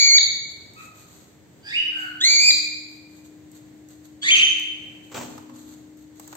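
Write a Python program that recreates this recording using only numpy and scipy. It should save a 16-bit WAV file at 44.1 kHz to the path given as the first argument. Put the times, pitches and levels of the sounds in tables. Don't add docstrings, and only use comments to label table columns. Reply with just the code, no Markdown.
import sys
import numpy as np
from scipy import signal
from scipy.fft import rfft, irfft, next_fast_len
from scipy.io import wavfile
from scipy.ndimage import uniform_filter1d, minimum_filter1d, map_coordinates

SR = 44100
rng = np.random.default_rng(int(sys.argv[2]) if len(sys.argv) > 2 else 0)


def materialize(psi):
    bounded = np.clip(np.atleast_2d(psi).T, -1, 1)
    quanta = np.round(bounded * 32767).astype(np.int16)
    wavfile.write(sys.argv[1], SR, quanta)


N = 280476
PRE_ROLL = SR // 5
TIME = np.arange(-PRE_ROLL, N) / SR
COUNT = len(TIME)

# frequency in Hz, relative gain in dB.
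CONTACT_BEAK = [(1000, -27), (1700, -8), (2350, -6.3), (2900, -10.5), (3400, 6.5), (3950, 4.5),
                (4700, -2.5), (5400, -26), (6100, -9), (6700, -2.8), (7400, -12), (8500, -16.5),
                (11500, -33), (15400, -21)]
SOFT_BEAK = [(700, -1), (1400, -2), (2100, 10.5), (2800, -17.5), (3800, -18), (4600, -23), (6000, -40),
             (8000, -25.5), (15000, -22)]
WHISTLE_BEAK = [(800, -7), (1600, -7.5), (2900, 13.5), (3250, -28.5), (3650, 1), (4100, -20.5), (4750, -1),
                (5600, -28), (8000, -21), (12000, -32), (15000, -34.5)]
SHRIEK_BEAK = [(600, -43), (1150, -20), (1400, -13.5), (1900, 5.5), (3100, 8.5), (3380, -2.5), (3700, 6),
               (4150, -7.5), (4600, -6.5), (5400, -30), (6400, -3), (7100, -9.5), (8000, -18.5),
               (15000, -30.5)]
UNDERTONE_BEAK = [(800, -23), (1180, -17), (2300, -18), (3000, -6.5), (3600, 7), (4600, -5), (5500, -21),
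                  (7200, -7), (15000, -35)]
# times of start, dip, push and flick in seconds, held pitch and dip depth in Hz,
# base level, push boost and flick boost in dB, flutter depth in Hz, reverb over direct in dB.
CONTACT_CALLS = [(-.19, .114, .152, .178, 2285, 125, -12.1, 10.5, 10, 38, -6),
                 (2.203, 2.381, 2.493, 2.502, 2430, 175, -13.8, 7, 6, 60, -3.8)]
# start and length in seconds, first pitch, last pitch and arch height
# in Hz, level in dB, rasp from 0 to 1.
SOFT_NOTES = [(.757, .075, 1290, 1150, 100, -39.5, .18), (1.91, .225, 1680, 1440, 10, -34, .27)]
UNDERTONE = (4.215, .135, 1130, 1110, 120, -25.5, .22)
# start in seconds, level in dB, decay in seconds.
WINGBEATS = [(5.114, -43, 0.055), (5.143, -31.5, 0.038), (5.168, -32, .03), (5.226, -49, 0.038)]
# start in seconds, level in dB.
LANDINGS = [(5.165, -42.5), (5.491, -51.5)]
# frequency in Hz, gain in dB, time to fall 60 dB in seconds.
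CAGE_MODES = [(134.7, -3, 0.8), (245.3, 4.5, 1.2), (270.2, -7.5, 3.2), (543, -5.5, .5), (866, -22, 0.24),
              (1095, -2, 0.35)]
# start in seconds, knock level in dB, snap level in dB.
TAPS = [(0.736, -78, -40), (3.516, -76, -38), (3.887, -69.5, -37.5), (4.596, -44.5, -26),
        (5.379, -37.5, -39), (5.495, -42.5, -61), (5.972, -66, -44.5), (6.197, -39.5, -27.5),
        (6.277, -45, -29), (6.327, -34.5, -33.5), (6.352, -42, -29)]
# start in seconds, time until the decay in seconds, relative level in dB.
SHUFFLES = [(.48, .03, -61), (.725, .14, -54), (.94, .07, -52), (1.06, .16, -54), (1.945, .08, -55),
            (2.875, .07, -56), (3.08, .18, -61), (3.505, .05, -55.5), (3.88, .04, -56.5), (4.02, .035, -62),
            (5.02, .1, -60), (5.14, .24, -53.5), (5.53, .19, -51.5), (5.965, .03, -56.5),
            (6.14, .22, -54.5)]
# frequency in Hz, relative spectral density in dB.
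WING_COLOUR = [(35, -50), (60, -14), (234, -6), (355, -6.5), (551, -0.5), (1080, -5.5), (2200, -12.5),
               (2780, -10.5), (4950, -18.5), (7680, -9), (10900, -49), (11900, -25.5), (15000, -14)]
FEATHER_COLOUR = [(500, 5.5), (1200, 8), (2500, 0.5), (4300, 11), (5300, -1.5), (6500, 13.5), (7700, 13.5),
                  (9000, 6.5), (13500, 15), (15500, -25)]
ROOM_TONE_COLOUR = [(25, -9.5), (45, -28.5), (70, -1), (125, 3.5), (190, 1), (380, -3.5), (700, -11.5),
                    (1300, -20.5), (2000, -16.5), (2500, -22.5), (4400, -23.5), (5300, -28), (7000, -21),
                    (15000, -24.5)]
KNOCK_COLOUR = [(200, -21), (600, -6), (1150, -1.5), (1700, -10.5), (3000, -18), (9000, -20)]
SNAP_COLOUR = [(800, -44), (3000, -27), (7000, 2.5), (15000, 3)]
# frequency in Hz, time to fall 60 dB in seconds, relative level in dB.
REVERB_BANDS = [(150, 1, 2), (1270, 1, -5.5), (2400, 0.98, -4), (3830, 0.87, -3), (6700, 0.67, -1.5),
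                (14000, .7, -4.5)]
# delay in milliseconds, level against the whole tail in dB.
WALL_ECHOES = [(6.7, -14), (44, -22), (51, -23)]
# frequency in Hz, gain in dB.
PHONE_EQ = [(20, -12), (60, 1.5), (8300, -0.5), (9300, -28.5), (10800, -33), (11700, -7)]
# reverb over direct in dB, left over right in dB, left lag in milliseconds.
WHISTLE_SEAT, SOFT_SEAT = (3, -3, .2), (5, 0, -.3)
SHRIEK_SEAT, UNDERTONE_SEAT = (-1, -1, -.23), (3, -1, -.41)


def cockatiel(gesture, beak, flutter_rate_hz=72.2, sag=.3, tremor=.003, subharmonic_db=-13, hiss_db=-13,
              closing_db=-6, breath_db=-35, edge_s=.002):
    t, hz, db, rasp, flutter_depth_hz = gesture
    count = len(t)
    rasp = np.clip(rasp, 0, 1)
    closing = uniform_filter1d(np.clip(-np.gradient(hz), 0, 1), size=200)
    jitter = lambda rate: wander(rate, count=SR // 2)[:count]
    flutter = np.sin(2 * np.pi * np.cumsum(flutter_rate_hz * (1 + .12 * jitter(40))) / SR)
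    slips = sag * rasp * np.abs(np.tanh(jitter(600)))
    hz = (hz + flutter_depth_hz * flutter) * (1 + tremor * jitter(400) - slips)
    phase = 2 * np.pi * np.cumsum(hz) / SR
    tone, power = 0, 0
    for k in np.arange(1, 19) / 2:
        gain = undb(on_log(k * hz, beak) + closing_db * closing * abs(k - 2)) * (k * hz < SR / 2)
        if k % 1:
            gain = gain * rasp * undb(subharmonic_db)
        tone = tone + gain * np.sin(k * phase)
        power = power + gain ** 2 / 2
    shimmer = 1 + rasp * np.tanh(jitter(600))
    voice = tone / np.sqrt(uniform_filter1d(power, size=200)) * shimmer
    voice += undb(hiss_db) * rasp * noise(beak, channels=1, count=SR // 2)[0, :count]
    voice += undb(breath_db) * rng.standard_normal(SR // 2)[:count]
    edges = ramp(t, t[0], edge_s) - ramp(t, t[-1] - edge_s, edge_s)
    return np.interp(TIME, t, voice * edges * undb(db), left=0, right=0)


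def contact_call(start, dip, push, flick, held_hz, dip_hz, db, push_db, flick_db, flutter_depth_hz,
                 scoop_share=.32, scoop_s=.058, flick_share=.22, flick_s=.011):
    t = span(start, flick + flick_s)
    age = t - start
    scoop = scoop_share * np.exp(-age / scoop_s)
    plunge = ramp(t, flick, flick_s)
    effort = bump(t, push, width_s=.016)
    hz = held_hz * (1 - scoop - flick_share * plunge) - dip_hz * bump(t, dip, width_s=.03)
    attack_db = -21 * (1 - ramp(t, start, .011))
    muffle_db = -10.5 * (1 - ramp(t, start + .032, .005))
    accent_db = 7 * np.exp(-age / .05)
    db = db + attack_db + muffle_db + accent_db + push_db * effort + flick_db * np.sin(np.pi * plunge)
    rasp = .04 + .22 * (np.exp(-age / .02) + plunge ** 2)
    steadying = 1 - .7 * np.maximum.accumulate(effort)
    return t, hz, db, rasp, flutter_depth_hz * steadying


def shriek(start=4.218, break_at=4.304, harsh_at=4.346, end=4.535, harsh_s=.077, switch_s=.009,
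           release_s=.1, high_hz=3180, sag_hz_per_s=360, flutter_depth_hz=20):
    t = span(start, end)
    climb = ramp(t, start, break_at - start)
    high = ramp(t, break_at, switch_s)
    harsh = ramp(t, harsh_at, switch_s) - ramp(t, harsh_at + harsh_s, switch_s)
    fray = ramp(t, end - release_s, release_s) ** 2
    climb_hz, climb_db = blend(1560, 2600, climb), blend(-32, -10.5, climb)
    hz = blend(climb_hz, high_hz - sag_hz_per_s * (t - break_at), high)
    db = blend(climb_db, -10.3, high) - 5.7 * harsh + fade_db(t, attack_s=.012, release_s=release_s)
    rasp = blend(.42, .02, high) + .9 * harsh + .3 * fray
    return t, hz, db, rasp, flutter_depth_hz


def whistle(start=1.628, swing_at=1.741, end=1.885, swing_s=.023,
            low_hz=1620, climb_hz_per_s=2400, high_hz=2955, flutter_depth_hz=36):
    t = span(start, end)
    swing = (1 + np.tanh((t - swing_at) / swing_s)) / 2
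    hz = blend(low_hz + climb_hz_per_s * (t - start), high_hz, swing)
    db = blend(-32, -14.7, swing) + fade_db(t, attack_s=.05, release_s=.11)
    rasp = blend(.27, .02, swing)
    return t, hz, db, rasp, flutter_depth_hz


def arched_note(start, length, first_hz, last_hz, arch_hz, db, rasp, flutter_depth_hz=32):
    t = span(start, start + length)
    along = ramp(t, start, length)
    hz = blend(first_hz, last_hz, along) + arch_hz * np.sin(np.pi * along)
    return t, hz, db + fade_db(t, attack_s=.012, release_s=.3 * length), rasp, flutter_depth_hz


def seated_bird(gesture, beak, room, wet_db, pan_db, lag_ms):
    call = cockatiel(gesture, beak) / np.hypot(1, undb(wet_db))
    return pan(call, pan_db, lag_ms) + reverb(call, room, wet_db)


def wings(crackle_db=3, width=.48):
    mid, side = noise(WING_COLOUR)
    strokes = sum(undb(db) * burst(start, decay_s, attack_s=.0017) for start, db, decay_s in WINGBEATS)
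    return (mid + width * np.array([side, -side])) * strokes * undb(crackle_db * wander(300))


def cage_ring():
    ring = 0
    for start, db in LANDINGS:
        for hz, mode_db, t60 in CAGE_MODES:
            envelope = undb(db + mode_db) * burst(start, t60 / np.log(1000), attack_s=.0066)
            ring = ring + envelope * np.sin(2 * np.pi * hz * (TIME - start))
    return pan(ring, 1.3)


def claw_ticks():
    knock, snap = noise(KNOCK_COLOUR), noise(SNAP_COLOUR)
    return sum(knock * undb(knock_db) * burst(start, decay_s=.007, attack_s=.00031)
               + snap * undb(snap_db) * burst(start, decay_s=.003, attack_s=.0002)
               for start, knock_db, snap_db in TAPS)


def feather_rustle(gain_db=2, grain_db=1.8, uneven_db=2.8, attack_s=.028, decay_s=.045):
    envelope = 0
    for start, length, db in SHUFFLES:
        release = np.exp(-np.maximum(TIME - start - length, 0) / decay_s)
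        envelope = envelope + undb(db) * ramp(TIME, start, attack_s) * release
    grain = undb(grain_db * wander(500))
    return noise(FEATHER_COLOUR) * envelope * grain * undb(gain_db + uneven_db * wander(35))


def room_response(build_s=.0078):
    t = np.arange(SR) / SR
    spectrum = rfft(rng.standard_normal((2, SR)))
    hz = np.arange(spectrum.shape[1])
    centres_hz = np.array(REVERB_BANDS)[:, 0]
    tail = 0
    for share, (_, t60, db) in zip(np.eye(len(REVERB_BANDS)), REVERB_BANDS):
        band = irfft(spectrum * on_log(hz, np.c_[centres_hz, share]), SR)
        tail = tail + undb(db) * band * np.exp(-np.log(1000) * t / t60)
    tail = unit_rms(tail * (1 - np.exp(-t / build_s))) / np.sqrt(SR)
    for ms, db in WALL_ECHOES:
        for channel in tail:
            channel[int(ms * SR / 1000) + rng.integers(0, 30)] += undb(db)
    return tail


def reverb(x, room, wet_db):
    wet = signal.oaconvolve(x[None], room, axes=1)[:, :COUNT]
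    return unit_rms(wet) * np.std(x) * undb(wet_db)


def hum(hz=305, faint_db=-62, full_db=-49.7, cage_boost_db=3, waver_db=.55):
    db = blend(faint_db, full_db, ramp(TIME, start=1.7, length_s=.3))
    db = db + cage_boost_db * bump(TIME, centre=5.6, width_s=.35) + waver_db * wander(36)
    return pan(np.sqrt(2) * np.sin(2 * np.pi * hz * TIME) * undb(db), 5)


def room_tone(db=-54, bass_width=.3, wide_above_hz=900, drift_db=1):
    mid, side = noise(ROOM_TONE_COLOUR)
    treble = signal.sosfilt(signal.butter(1, wide_above_hz, "high", fs=SR, output="sos"), side)
    side = blend(treble, side, bass_width)
    return (mid + np.array([side, -side])) * undb(db + drift_db * wander(6.1))


def undb(db):
    return 10 ** (np.asarray(db) / 20)


def unit_rms(x):
    return x / np.sqrt(np.mean(x ** 2))


def on_log(hz, points):
    points_hz, values = np.transpose(points)
    return np.interp(np.log(np.maximum(hz, 1)), np.log(points_hz), values)


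def noise(colour, channels=2, count=COUNT):
    size = next_fast_len(count)
    gain = undb(on_log(np.arange(size // 2 + 1) * SR / size, colour))
    white = rng.standard_normal((channels, size))
    return unit_rms(irfft(rfft(white) * gain, size)[:, :count])


def wander(rate, count=COUNT):
    knots = rng.standard_normal(count // 4)[:int(count * rate / SR) + 3]
    return unit_rms(map_coordinates(knots, [np.arange(count) * rate / SR], order=2))


def pan(x, pan_db, lag_ms=0):
    left = np.interp(TIME - lag_ms / 1000, TIME, x)
    return np.array([left * undb(pan_db / 2), x * undb(-pan_db / 2)])


def span(start, end):
    return TIME[(TIME >= start) & (TIME < end)]


def blend(first, second, share):
    return first + (second - first) * share


def ramp(t, start, length_s):
    return np.clip((t - start) / length_s, 0, 1)


def bump(t, centre, width_s):
    return np.exp(-((t - centre) / width_s) ** 2)


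def burst(start, decay_s, attack_s):
    age = np.clip(TIME - start, 0, 40 * decay_s)
    return (1 - np.exp(-age / attack_s)) * np.exp(-age / decay_s)


def fade_db(t, attack_s, release_s, floor_db=-21):
    return floor_db * (1 - ramp(t, t[0], attack_s) + ramp(t, t[-1] - release_s, release_s))


def scene():
    room = room_response()
    foley = claw_ticks() + wings() + feather_rustle()
    mix = foley + reverb(foley[0], room, wet_db=-5) + cage_ring() + hum() + room_tone()
    for *call, wet_db in CONTACT_CALLS:
        mix += seated_bird(contact_call(*call), CONTACT_BEAK, room, wet_db, pan_db=-.3, lag_ms=-.1)
    for note in SOFT_NOTES:
        mix += seated_bird(arched_note(*note), SOFT_BEAK, room, *SOFT_SEAT)
    mix += seated_bird(whistle(), WHISTLE_BEAK, room, *WHISTLE_SEAT)
    mix += seated_bird(shriek(), SHRIEK_BEAK, room, *SHRIEK_SEAT)
    mix += seated_bird(arched_note(*UNDERTONE), UNDERTONE_BEAK, room, *UNDERTONE_SEAT)
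    return mix[:, PRE_ROLL:]


def record(dry, ceiling=.8, top_hz=15600):
    size = next_fast_len(COUNT)
    eq = undb(on_log(np.arange(size // 2 + 1) * SR / size, PHONE_EQ))
    heard = irfft(rfft(dry, size) * eq, size)[:, :N]
    gain = ceiling / np.maximum(np.abs(heard).max(axis=0), ceiling)
    heard = heard * uniform_filter1d(minimum_filter1d(gain, size=441), size=441)
    return signal.sosfilt(signal.ellip(8, .2, 70, top_hz, fs=SR, output="sos"), heard)


dry = scene()
out = record(dry)
materialize(out)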